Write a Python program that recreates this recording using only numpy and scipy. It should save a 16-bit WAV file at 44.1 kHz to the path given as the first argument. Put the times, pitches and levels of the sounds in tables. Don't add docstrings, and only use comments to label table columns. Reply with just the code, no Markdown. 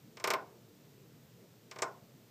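import sys
import numpy as np
from scipy import signal
from scipy.fft import rfft, irfft
from scipy.io import wavfile
from scipy.ndimage import uniform_filter1d

SR = 44100
rng = np.random.default_rng(int(sys.argv[2]) if len(sys.argv) > 2 else 0)


def invert_db(level):
    return 10 ** (np.asarray(level, dtype=float) / 20)


def generate_wav(sig):
    pcm = np.round(np.clip(np.atleast_2d(sig).T, -1, 1) * 32767).astype(np.int16)
    wavfile.write(sys.argv[1], SR, pcm)


N = 101430


def at_hz(points, hz):
    f, value = np.array(points).T[:2]
    return np.interp(np.log(hz), np.log(f), value)


def bump(hz, centre_hz, width_hz):
    return 1 / (1 + (2 * (hz - centre_hz) / width_hz) ** 2)


def band_pass(x, low_hz, high_hz):
    return signal.sosfilt(signal.butter(2, [low_hz, high_hz], "band", fs=SR, output="sos"), x)


# [t/s, peak level/dB, body re peak/dB, top re peak/dB, air re peak/dB]
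STRIKES = [
    (0.17, -40.5, -5, -7, -16),
    (0.1986, -40, 1, 1, -11),
    (0.2406, -21, -1.5, -3.5, -8.5),
    (0.2735, -22, 3.5, -2.5, 1.5),
    (0.303, -19.5, -1, -2.5, -4.5),
    (0.3353, -22, 1.5, -13.5, -2.5),
    (1.712, -37.5, -6, -1, -18),
    (1.7595, -39, 5, -8, -9),
    (1.7868, -35.5, 1.5, 1, -12),
    (1.8205, -20.5, 6, 11.5, -6),
]
PECK_TRIM_DB = -10
BODY_HZ, TOP_HZ, AIR_HZ = 1940, 5940, 9260
SPOT_CHANGE = .3
REVEAL_S, REVEAL_DB = .0076, -12
FRONT_S = 0.005


def pecks(size=16384):
    hz = np.arange(1, size // 2 + 2) * SR / size
    waves, base, shared = edge_echoes(hz)
    spots = rng.standard_normal((len(STRIKES), len(base)))
    colour, thud = pane_colour(hz), pane_thud(hz)
    low = 1 / (1 + (hz / BODY_HZ) ** 4)
    top = 1 / (1 + (TOP_HZ / hz) ** 6)
    air = 1 / (1 + (AIR_HZ / hz) ** 12)
    length, lag = size * 3 // 4, int(REVEAL_S * SR)
    front = np.exp(-np.arange(length) / SR / FRONT_S)
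    glass, cracks = np.zeros((2, N + size))
    for (s, db, body_db, top_db, air_db), spot in zip(STRIKES, spots):
        tone = colour * invert_db(body_db * low + top_db * (top - air) + air_db * air)
        echoes = (base * (shared + SPOT_CHANGE * spot * np.abs(shared))) @ waves
        even = np.sqrt(uniform_filter1d(np.abs(echoes) ** 2, size=36))
        hit = irfft(echoes / even * tone + invert_db(body_db) * thud)[:length]
        hit[lag:] += invert_db(REVEAL_DB) * hit[:-lag]
        hit *= invert_db(db + PECK_TRIM_DB) / np.sqrt(np.mean(hit[:600] ** 2))
        start = int(s * SR)
        glass[start:start + length] += hit
        cracks[start:start + length] += front * hit
    return glass[:N], cracks[:N]


# [f/Hz, t60/s]
RING_TIME = [(200, 0.33), (530, 0.41), (900, 0.39), (1500, 0.28), (2500, 0.12), (5000, 0.064),
             (12000, 0.046)]
# [travel time at 1 kHz t/s, level/dB]
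EDGE_ARRIVALS = [(.0005, -9), (.0013, -5), (.0022, -3), (.0034, -4), (.0054, -5), (.0098, 4), (.0118, -3),
                 (.0150, -4), (.0190, -1.5)]
SCATTER_DB, SCATTER_START_S, SCATTER_END_S = -7, .002, .16
SCATTER_FADE_DB = 8


def edge_echoes(hz, count=260):
    edge_s, edge_db = np.array(EDGE_ARRIVALS).T
    scatter_s = SCATTER_START_S + SCATTER_END_S * rng.random(count) ** 1.3
    late_s = np.r_[edge_s, scatter_s][:, None] * np.sqrt(1000 / hz)
    loss = invert_db(-60 * late_s / at_hz(RING_TIME, hz))
    waves = loss * np.exp(-4j * np.pi * late_s * hz)
    base = invert_db(np.r_[edge_db, SCATTER_DB - SCATTER_FADE_DB * scatter_s / SCATTER_END_S])
    shared = np.r_[(-1.) ** np.arange(len(edge_s)), rng.standard_normal(count)]
    return waves, base, shared


# [f/Hz, level/dB per Hz]
PANE_COLOUR = [(230, -13.5), (330, -6), (460, 0.5), (1500, -2.16), (2400, -2.5), (3500, -7), (6500, -7),
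               (14000, -16.5)]
# [f/Hz, width/Hz, lift level/dB]
FRAME_MODES = [(349, 24, 1.5), (470, 40, -1.5), (698, 71, -5), (884, 93, -10.5), (1070, 120, 8.5),
               (1204, 46, 2), (1500, 150, -1), (2142, 270, 0.5), (4700, 190, -12.5), (5440, 280, 1.5),
               (8570, 1900, -1), (13260, 890, 1)]


def pane_colour(hz):
    frame = sum(invert_db(db) / (1 + 2j * (hz - f) / width) for f, width, db in FRAME_MODES)
    return invert_db(at_hz(PANE_COLOUR, hz)) * (1 + frame)


THUD_HZ, THUD_WIDTH_HZ, THUD_DB, THUD_LAG_S = 436.5, 79, 1.5, 0.0022


def pane_thud(hz):
    lag = np.exp(-2j * np.pi * hz * THUD_LAG_S)
    return invert_db(THUD_DB) * lag / (1 + 2j * (hz - THUD_HZ) / THUD_WIDTH_HZ)


# [f/Hz, t60/s]
ROOM_TIME = [(250, 0.28), (700, 0.48), (1300, 0.49), (2200, 0.3), (4000, 0.29), (12000, .12)]
# [f/Hz, level/dB]
TAIL_COLOUR = [(250, -35), (450, -25.5), (800, -26.5), (1400, -36.5), (2200, -35.5), (6000, -40.5),
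               (12000, -40)]
ROOM_ONSET_S = 0.002


def room(x):
    t, tail = np.arange(SR // 2) / SR, 0
    for low in 177 * 2. ** np.arange(0, 6.1, .5):
        band = band_pass(rng.standard_normal(len(t)), low, np.sqrt(2) * low)
        hz = low * 2 ** .25
        tail = tail + band * invert_db(at_hz(TAIL_COLOUR, hz) - 60 * t / at_hz(ROOM_TIME, hz))
    swell = 1 - np.exp(-t / ROOM_ONSET_S)
    return signal.fftconvolve(x, tail * swell)[:N]


# [f/Hz, level/dB per Hz]
FLOOR_COLOUR = [(40, 1), (80, -12), (130, 1), (250, -9), (420, -8.5), (700, -22), (1500, -25.5),
                (15000, -29.5)]
HUM_DB, HUM_PATCHY_DB = -58.5, 2.5


def room_floor():
    out, edges = 0, 30 * 2 ** np.arange(0, 9.6, .5)
    white = rng.standard_normal((2, N + SR))
    for k, (low, high) in enumerate(zip(edges, np.minimum(edges[1:], .45 * SR))):
        band = band_pass(white[k % 2], low, high)[SR:]
        hz = np.sqrt(low * high)
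        waver = np.interp(np.linspace(0, 29, N), np.arange(30), rng.standard_normal(30))
        out = out + band * invert_db(at_hz(FLOOR_COLOUR, hz) + HUM_PATCHY_DB * waver * (hz < 800))
    return invert_db(HUM_DB) * out / np.std(out)


DRONE_HZ, DRONE_WIDTH_HZ, DRONE_DB = 113.6, 8, -68.5


def drone():
    r = np.exp(-np.pi * DRONE_WIDTH_HZ / SR)
    poles = [1, -2 * r * np.cos(2 * np.pi * DRONE_HZ / SR), r * r]
    x = signal.lfilter([1, 0, -1], poles, rng.standard_normal(N + SR))[SR:]
    return invert_db(DRONE_DB) * x / np.std(x)


def scene():
    glass, cracks = pecks()
    return (glass + room(cracks) + room_floor() + drone())[None]


def low_pass(x):
    return signal.sosfilt(signal.butter(12, 16400, fs=SR, output="sos"), x)


MIC_DIP_HZ, MIC_DIP_WIDTH_HZ, MIC_DIP_DB = 10070, 2500, -9.5
LOW_CUT_HZ, LOW_LEAK = 99, 0.031
CUTOFF_HZ = 15550


def record(dry):
    hz = np.fft.rfftfreq(N, 1 / SR)
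    x = irfft(rfft(dry) * invert_db(MIC_DIP_DB * bump(hz, MIC_DIP_HZ, MIC_DIP_WIDTH_HZ)), N)
    low_cut = signal.butter(4, LOW_CUT_HZ, "high", fs=SR, output="sos")
    x = LOW_LEAK * x + signal.sosfilt(low_cut, x)
    x = signal.sosfilt(signal.cheby2(12, 30, CUTOFF_HZ, fs=SR, output="sos"), x)
    return low_pass(x)


dry = scene()
out = record(dry)
generate_wav(out)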